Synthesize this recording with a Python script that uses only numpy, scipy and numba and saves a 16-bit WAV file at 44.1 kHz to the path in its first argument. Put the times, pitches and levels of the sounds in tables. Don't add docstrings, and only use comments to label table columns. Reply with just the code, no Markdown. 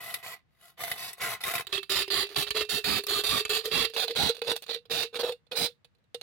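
import sys
import numpy as np
from scipy import signal
from scipy.fft import rfft, irfft
from scipy.io import wavfile
from numba import njit

SR = 44100
rng = np.random.default_rng(int(sys.argv[2]) if len(sys.argv) > 2 else 0)


def dump_mix(stems):
    frames = np.atleast_2d(stems).T
    limited = np.clip(frames, -1, 1)
    pcm = np.round(limited * 32767).astype(np.int16)
    wavfile.write(sys.argv[1], SR, pcm)


N = 274302
TIME = np.arange(N) / SR
TAPS = 8192
STROKE_ROOM_S = .34

# start_s, attack_s, length_s (until it slows), release_t60_s, rasp_db, scrape_db (re rasp),
# hiss_db (re rasp), chatter_db, hoot_db (during the stroke), slowing_hoot_db (as the blade slows)
OPEN_STROKES = [ (1.687, 0.0049, 0.021, 0.23, -59, 6.5, -7, 1.8, -58, -75),
                (1.721, 0.0019, 0.063, 0.039, -32, -7.5, -13, 4, -51.5, -42),
                (1.893, 0.0061, 0.13, 0.073, -29, -6.5, -7.5, 2.7, -39.5, -48),
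                (2.102, 0.011, .13, 0.097, -29, -9, -9.5, 1.5, -39, -35),
                (2.298, 0.0018, 0.036, 0.073, -49.5, 0, -8, 3, -48.5, -52),
                (2.356, 0.0048, 0.074, 0.086, -31.5, -4.5, -5, 3.6, -41.5, -41),
                (2.465, 0.0019, 0.014, 0.042, -35.5, -5, -18, 2, -48.5, -50),
                (2.543, 0.01, 0.084, .05, -30.5, -3, -11, 2.8, -36.5, -34),
                (2.688, 0.0068, 0.094, 0.097, -32, -8.5, -4.5, 0.65, -46.5, -36.5),
                (2.838, 0.0051, 0.15, 0.061, -30, -5.5, -7.5, 0.6, -43.5, -31.5),
                (3.078, 0.0099, 0.13, .08, -31.5, -6, -6.5, 1.4, -37.5, -88),
                (3.237, 0.0029, 0.17, 0.084, -30.5, -3.5, -7, 1.7, -42.5, -36.5),
                (3.493, .004, 0.093, 0.12, -29.5, -6, -8.5, 2.1, -40, -39.5),
                (3.635, .015, 0.041, 0.31, -41, -5, -4, 4, -42.5, -37),
                (3.711, .008, .14, 0.07, -27, -8.5, -12.5, 2, -34.5, -32),
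                (3.934, 0.0088, .02, 0.055, -40.5, -17, -7, 2.5, -53, -45),
                (3.962, .004, 0.085, 0.052, -30.5, -7, -10.5, 0.93, -54.5, -32.5),
                (4.086, 0.0089, 0.029, 0.1, -35.5, -29.5, -14, 6.1, -35.5, -59),
                (4.157, 0.0024, .14, 0.091, -27.5, -8, -12.5, 1.8, -40.5, -30),
                (4.432, 0.004, 0.07, 0.067, -49.5, -13, -8.5, 2.5, -53, -39),
                (4.467, 0.0058, 0.059, 0.059, -33, -4, -11, 4.6, -36, -35.5),
                (4.682, 0.016, 0.076, 0.077, -38, -18, -19, 6.4, -46, -39),
                (4.896, 0.018, 0.14, 0.11, -32, -13, -8.5, 0.55, -38, -32.5),
                (5.126, 0.036, .045, 0.042, -41.5, -1, -7, 3, -46.5, -38.5),
                (5.187, 0.0093, 0.028, 0.06, -33, 0, -10.5, 2.8, -43, -46),
                (5.228, 0.0042, 0.066, 0.11, -39, -1.5, -10.5, 2.1, -37.5, -30.5),
                (5.511, .006, 0.016, 0.2, -42.5, -1, -10, 1.9, -44, -36),
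                (5.552, 0.011, .108, 0.075, -30.5, -10, -6, 1.6, -38.5, -42.5), ]
# start_s, ring_db (before the trims of knocks()), hiss_db (re ring), cavity_thump_db
KNOCKS = [(0.141, -13.5, 1.5, -73), (.229, -37, -14, -74), (0.915, -10.5, -7, -72),
          (1.131, -28.5, 7.5, -67), (1.216, -16, -5.5, -68), (1.437, -11, -1, -76), (1.58, -15, -6, -75),
          (1.669, -19, -8.5, -57), (1.727, -9, -17, -36.5), (1.778, -14, -12.5, -40), (1.83, -20, -11, -58),
          (1.895, -14, -9.5, -59), (2.079, -20, -8.5, -38.5), (2.102, -12.5, -16.5, -62),
          (2.362, -3.5, -20.5, -53), (2.506, -5, -11.5, -41.5), (3.037, -21, -2.5, -44),
          (3.067, -15, -1, -47), (3.237, -14.5, -3.5, -44.5), (3.451, -7.5, -11, -42),
          (3.494, -20.5, 1.5, -36), (3.656, -11.5, -4, -31), (3.899, -31, -4, -49),
          (3.963, -7.5, -38, -31.5), (4.08, -12.5, -14, -50), (4.351, -26.5, -8, -50),
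          (4.38, -33.5, -10, -47), (4.417, -11, -17, -30), (4.563, -14.5, -5, -69), (4.622, -26.5, -4, -59),
          (4.664, -27.5, -10, -62), (4.692, -15.5, -19, -41), (4.743, -21.5, -4, -70),
          (4.854, -37.5, -12, -61), (4.898, -22.5, -15, -58), (5.156, -13, -18.5, -43),
          (5.321, -21, -8.5, -40.5), (5.467, -47.5, -17, -75), (5.517, -16.5, -24, -52),
          (5.846, -35.5, -10.5, -67), (5.949, -53, -13, -79), (5.985, -58, -10, -82),
          (6.04, -58, -10, -83.5), (6.145, -16.5, -11.5, -37), (6.212, -20.5, -10, -52)]
# middle_s, length_s, rumble_db (before the left and right trims)
HARD_PARTS = [(1.973, 0.094, -48.5), (2.183, 0.097, -45), (2.389, 0.082, -36.5), (2.744, 0.08, -40),
              (2.924, 0.2, -35.5), (3.16, 0.073, -45), (3.347, 0.11, -35.5), (3.781, 0.18, -36),
              (4.229, 0.19, -34), (4.492, 0.045, -45.5), (4.969, 0.19, -46), (5.618, 0.1, -38.5)]


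def sawing(strokes, arch_db, scrape_trim_db, rasp_trim_db, hiss_trim_db, whine_db):
    hard_scrape_db, hard_whine_db = 3, 10.5
    hiss_decay = 1.56
    out, force, hard = np.zeros((2, N)), np.zeros(N), hardness()
    t = np.arange(int(STROKE_ROOM_S * SR)) / SR
    for start_s, attack_s, length_s, t60, db, scrape_db, hiss_db, chatter_db, *_ in strokes:
        hard_now = np.interp(start_s + t, TIME, hard)
        gain = stroke(t, attack_s, length_s, t60, arch_db)
        hz = tooth_rate(t, start_s, length_s)
        push = teeth(hz, chatter_db, whine_db + hard_whine_db * hard_now)
        add(force, start_s, push * gain)
        scrape_gain = gain * undb(scrape_db + scrape_trim_db + hard_scrape_db * hard_now)
        rasp_gain = gain * undb(rasp_trim_db)
        hiss_gain = gain ** hiss_decay * undb(hiss_db + hiss_trim_db)
        for response, part in zip(can_at(start_s), (scrape_gain, rasp_gain, hiss_gain)):
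            add(out, start_s, undb(db) * signal.fftconvolve([push * part], response, axes=1))
    return out, force


def teeth(hz, judder_db, whine_db, jitter=.05, judder_hz=100, uneven_db=2.5, catch=0.38, slide=.25,
          grit_db=3, snap_db=-8, burr_db=-9, burr_spread_db=5.5):
    count = len(hz)
    judder = waver(count, judder_hz)
    phase = np.cumsum(np.abs(hz * (1 - jitter * judder))) / SR
    tooth = phase.astype(int)
    tooth_gain = undb(uneven_db * rng.standard_normal(count))[tooth]
    bite = tooth_gain * undb(judder_db * judder)
    grit = rng.standard_normal(count) * undb(grit_db * rng.standard_normal(count))
    chip = (slide + np.exp(-(phase % 1) / catch)) * grit
    snap = np.diff(tooth, prepend=0) * np.sqrt(SR / hz)
    whine = np.sqrt(2) * np.cos(2 * np.pi * phase)
    burr = snap * undb(burr_spread_db * np.minimum(rng.exponential(size=count), 3.8))
    centred_snap = snap - np.sqrt(hz / SR)
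    cutting = unit(chip) + undb(snap_db) * centred_snap + undb(whine_db) * whine
    return unit(unit(bite * cutting) + undb(burr_db) * unit(burr))


def stroke(t, attack_s, length_s, t60, arch_db):
    arch = undb(-arch_db * (2 * np.minimum(t / length_s, 1) - 1) ** 2)
    release = np.exp(-np.log(1000) * np.maximum(t - length_s, 0) / t60)
    return np.clip(t / attack_s, 0, 1) * arch * release


def tooth_rate(t, start_s, length_s, coast_s=.2, skew=1.45):
    # time_s, rate_hz
    full_rate = [(0, 690), (1.5, 717.7), (2.2, 1153), (2.9, 1273), (3.35, 1261), (4.2, 998.6),
                 (4.95, 771.3), (5.6, 771)]
    turn_hz = 471.1
    full_stroke_s = .13
    full_hz = np.interp(start_s + length_s / 2, *np.transpose(full_rate))
    gain_hz = (full_hz - turn_hz) * min(length_s / full_stroke_s, 1)
    arc = np.sin(np.pi * np.minimum(t / length_s, 1) ** skew)
    return (turn_hz + gain_hz * arc) * np.exp(-np.maximum(t - length_s, 0) / coast_s)


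def hardness():
    return sum(swell(middle_s, length_s) for middle_s, length_s, _ in HARD_PARTS)


def swell(middle_s, length_s):
    return np.cos(np.pi * np.clip((TIME - middle_s) / length_s, -.5, .5))


def can_at(s):
    # frequency_hz, left_db, right_db
    closed_colour = [(40, -9.5, -17), (128, -3, -5.5), (285, -10, -9), (487, -3.5, -7.5),
                     (613, -11.5, -11.5), (760, -5, -2.5), (920, -3.5, -12.5), (1360, -11.5, -5.5),
                     (2300, 0.5, 4), (4540, 0, 4.5), (6960, -15, -18), (9100, -13.5, -19),
                     (10900, -1.5, -12), (15700, -14, -13)]
    slit_colour = [(50, -8, -17), (291, -20, -19.5), (520, -19.5, -12.5), (730, -13, -14),
                   (920, -18.5, -15), (1480, -12.5, -12.5), (2390, -10.5, -3.5), (3070, -10.5, 2),
                   (4020, -22.5, 2.5), (4990, -20.5, -8), (6060, -23.5, -19), (7450, -22, -23.5),
                   (10800, -18.5, -19.5), (16000, -22, -25)]
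    gaping_colour = [(50.33, -27, -23.5), (316, -21.5, -17), (564, -11.5, -8), (800, -9, -8.5),
                     (1000, -23.5, -11), (1510, -14, -13.5), (2370, -16, -10), (3065, -16, -6.5),
                     (4060, -21.5, 2), (5040, -22.5, -9.5), (5260, -19, -15), (7600, -25.5, -28.5),
                     (8450, -22.5, -22.5), (16000, -24, -30.5)]
    # frequency_hz (before detuning), width_hz, strength_db
    closed_modes = [(690, 54, 5), (1048, 31, 5.5), (1236, 72, 3.5), (1400, 67, 3), (1982, 87, 13),
                    (2576, 58, 6.5), (3020, 24, 3.5), (3710, 310, 2), (3680, 190, -12), (7680, 350, 2)]
    slit_modes = [(1181, 110, 1), (1816, 110, 2.5), (2395, 8.1, 3), (2667, 13, 9.5), (3234, 130, -5),
                  (3730, 150, 0), (4104, 76, 1), (4680, 330, 4.5), (7090, 340, 0.5)]
    gaping_modes = [(1214, 81, -6), (1453, 60, -0.5), (1780, 56, -5.5), (2460, 97, -4), (2630, 24, 6.5),
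                    (2765, 15, 5.5), (3566, 83, -0.5), (3680, 540, -4), (4480, 210, -5), (4830, 55, -3.5),
                    (7110, 59, 3.5)]
    slit_s, gaping_s = 1.635, 3.92
    if s < slit_s:
        return shell(closed_colour, closed_modes, detune=0.0089, ring_db=-1.0, ring_t60=0.073)
    if s < gaping_s:
        return shell(slit_colour, slit_modes, detune=0.0086, ring_db=-14, ring_t60=0.25)
    return shell(gaping_colour, gaping_modes, detune=0.024, ring_db=-10.5, ring_t60=0.14)


def shell(colour, modes, detune, ring_db, ring_t60, scatter_db=1, scatter_t60=0.029):
    hz, t = np.arange(TAPS // 2 + 1) * SR / TAPS, np.arange(TAPS) / SR
    points_hz, *ears_db = np.transpose(colour)
    peaks = 1
    for mode_hz, width_hz, db in modes:
        centre_hz = mode_hz * (1 + detune * rng.standard_normal())
        peaks = peaks + undb(db) ** 2 * 3 / (1 + (2 * (hz - centre_hz) / width_hz) ** 2)
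    gain = np.array([spectrum(hz, points_hz, db) for db in ears_db]) * np.sqrt(peaks)
    fold = np.r_[1, np.full(TAPS // 2 - 1, 2), np.zeros(TAPS // 2)]
    cepstrum = irfft(np.log(gain)) * fold
    fade = sum(undb(db) * unit(np.exp(-np.log(1000) * t / t60))
               for db, t60 in [(scatter_db, scatter_t60), (ring_db, ring_t60)])
    diffuse = rfft(unit(rng.standard_normal((2, TAPS)) * fade)) / np.sqrt(TAPS)
    direct = rfft([t == 0, t == 4 / SR])
    share = np.clip(0.99 * hz ** 2 / (hz ** 2 + 2300 ** 2), 0, 1)
    response = np.exp(rfft(cepstrum)) * (np.sqrt(1 - share) * direct + np.sqrt(share) * diffuse)
    above_low, above_high = (1 - 1 / (1 + (hz / edge_hz) ** 10) for edge_hz in (1500, 5500))
    parts = [irfft(response * w) for w in (1 - above_low, above_low - above_high, above_high)]
    return [p[:, :TAPS * 3 // 4] / np.linalg.norm(p.mean(axis=0)) for p in parts]


def cavity(force, width_hz=40, rough_db=-6, wander=0.02413, wander_hz=25, thump_width_hz=22,
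           skirt_hz=160, hoot_db=-1, pan_db=-1):
    # time_s, pitch_hz
    cavity_pitch = [(1.65, 392), (2.05, 390), (2.6, 425), (2.9, 409.1), (3.65, 437.1), (4.05, 461),
                    (4.5, 467.3), (5.0, 463), (5.3, 480), (6.2, 476.7)]
    hz = np.interp(TIME, *np.transpose(cavity_pitch))
    bent_hz = hz * (1 + wander * waver(N, wander_hz))
    note = np.sqrt(2) * np.sin(2 * np.pi * np.cumsum(bent_hz) / SR)
    hoot = note + undb(rough_db) * unit(resonate(force, hz, float(width_hz)))
    blows = np.zeros(N)
    for start_s, _, _, thump_db in KNOCKS:
        add(blows, start_s, np.array([undb(thump_db) * SR / (np.pi * thump_width_hz)]))
    thumps = resonate(resonate(blows, hz, float(thump_width_hz)), hz, float(skirt_hz))
    return (undb(hoot_db) * hoot * hoot_drive() + thumps) * undb([[pan_db / 2], [-pan_db / 2]])


def hoot_drive(attack_s=0.0076, t60=0.15, swell_s=0.015, swell_lag_s=0.0048, swell_t60=0.12,
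               flutter_db=2.5, flutter_hz=45):
    duck_db = -7
    during, after = np.zeros(N), np.zeros(N)
    t = np.arange(int(STROKE_ROOM_S * SR)) / SR
    for start_s, _, length_s, *_, hoot_db, slowing_db in OPEN_STROKES:
        add(during, start_s, undb(hoot_db) * stroke(t, attack_s, length_s, t60, 0))
        swell_start_s = start_s + length_s + swell_lag_s - swell_s
        add(after, swell_start_s, undb(slowing_db) * stroke(t, swell_s, swell_s, swell_t60, 0))
    duck_and_flutter = undb(duck_db * hardness() + flutter_db * waver(N, flutter_hz))
    return np.hypot(during * duck_and_flutter, after)


@njit
def resonate(x, hz, width):
    y, band_state, low_state = np.empty(len(x)), 0., 0.
    for i in range(len(x)):
        g, k = np.tan(np.pi * hz[i] / SR), width / hz[i]
        v = (band_state + g * (x[i] + 1e-18 - low_state)) / (1 + g * (g + k))
        band_state, low_state, y[i] = 2 * v - band_state, low_state + 2 * g * v, k * v
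    return y


def knocks(contact_s=0.0052, tick_s=0.00079, knock_trim_db=5, tick_trim_db=1, low_db=-9):
    out, t = np.zeros((2, N)), np.arange(TAPS // 4) / SR
    for start_s, db, hiss_db, _ in KNOCKS:
        scrape, rasp, hiss = can_at(start_s)
        ring = undb(low_db) * scrape + rasp
        tick = undb(hiss_db + tick_trim_db) * hiss
        for response, decay_s in [(ring, contact_s), (tick, tick_s)]:
            crunch = rng.standard_normal(len(t)) * np.exp(-t / decay_s)
            hit = signal.fftconvolve([crunch / np.linalg.norm(crunch)], response, axes=1)
            add(out, start_s, undb(db + knock_trim_db) * hit)
    return out


def crinkles(busy_db=-25, spread_db=4, hiss_db=-9, start_s=2.25, end_s=4.75, count=50):
    out = np.zeros((2, N))
    scrape, rasp, hiss = can_at(end_s)
    click = rasp + undb(hiss_db) * (scrape + hiss)
    for when, size in rng.random((count, 2)):
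        level_db = busy_db + spread_db * (2 * size - 0.5)
        add(out, start_s + when * (end_s - start_s), undb(level_db) * click)
    return out


def rumble(low_hz=62, high_hz=275, left_db=-20, right_db=5.0):
    noise = band(rng.standard_normal((2, N)), low_hz, "high", order=3)
    noise = unit(band(noise, high_hz, "low", order=2))
    swells = sum(undb(db) * swell(middle_s, length_s) ** 2 for middle_s, length_s, db in HARD_PARTS)
    return noise * swells * undb([[left_db], [right_db]])


def air(level_db=-72):
    # frequency_hz, relative_db
    hush_curve = [(18, -36), (30, -10), (157, -5), (273, -19), (1040, -24.5), (1960, -25.5), (3220, -31.5),
                  (3870, -32), (5170, -39), (16000, -56)]
    gain = spectrum(np.arange(N // 2 + 1) * SR / N, *np.transpose(hush_curve))
    return unit(irfft(rfft(rng.standard_normal((2, N))) * gain, N)) * undb(level_db)


def waver(count, hz):
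    return unit(band(rng.standard_normal(count + TAPS), hz, "low", order=2)[TAPS:])


def undb(db):
    return 10 ** (np.asarray(db) / 20)


def unit(x):
    return x / np.sqrt(np.mean(x ** 2))


def band(x, hz, kind, order=4):
    return signal.sosfilt(signal.butter(order, hz, kind, fs=SR, output="sos"), x)


def spectrum(hz, points_hz, db):
    return undb(np.interp(np.log(hz + 1), np.log(points_hz), db))


def add(out, s, x):
    i = max(int(s * SR), 0)
    out[..., i:i + x.shape[-1]] += x[..., :max(N - i, 0)]


def scene():
    # start_s, attack_s, length_s (until it slows),
    # release_t60_s, rasp_db, scrape_db (re rasp), hiss_db (re rasp), chatter_db
    closed_strokes = [ (0.0, 0.0067, 0.16, 0.29, -45, 3, -2, -0.5),
                      (.226, 0.0043, 0.11, 0.15, -44, 2, -4.5, -1.5),
                      (.47, 0.13, 0.11, .1, -73.5, 6, -3, 3.5), (.57, 0.078, 0.13, 0.18, -61.5, 4, 1, 3),
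                      (.768, 0.044, 0.16, 0.3, -41.5, 4.5, -1, -2.5),
                      (.965, 0.018, 0.13, 0.21, -42.5, 1.5, -2, -0.5),
                      (1.168, 0.016, 0.037, 0.083, -51, 4, -1, -8),
                      (1.193, 0.033, .08, 0.27, -35, 8, -3, -1), (1.28, 0.011, .058, 0.13, -36.5, 5, -3, 0),
                      (1.402, 0.0072, 0.028, 0.07, -45, 2, -3.5, 4.5),
                      (1.434, 0.02, .17, .1, -35, 4, -3, 6), ]
    closed, _ = sawing(closed_strokes, arch_db=2, scrape_trim_db=-4, rasp_trim_db=-4.04,
                       hiss_trim_db=0.2, whine_db=-40)
    opened, force = sawing(OPEN_STROKES, arch_db=0.6, scrape_trim_db=-2.5, rasp_trim_db=0.2,
                           hiss_trim_db=0.5, whine_db=-35)
    return closed + opened + cavity(force) + knocks() + crinkles() + rumble() + air()


def record(dry, ceiling=0.17, low_cut_hz=50, top_hz=16000):
    rounded = ceiling * np.tanh(dry / ceiling)
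    thinned = band(rounded, low_cut_hz, "high", order=3)
    return signal.sosfilt(signal.ellip(10, .2, 70, top_hz, fs=SR, output="sos"), thinned)


dry = scene()
out = record(dry)
dump_mix(out)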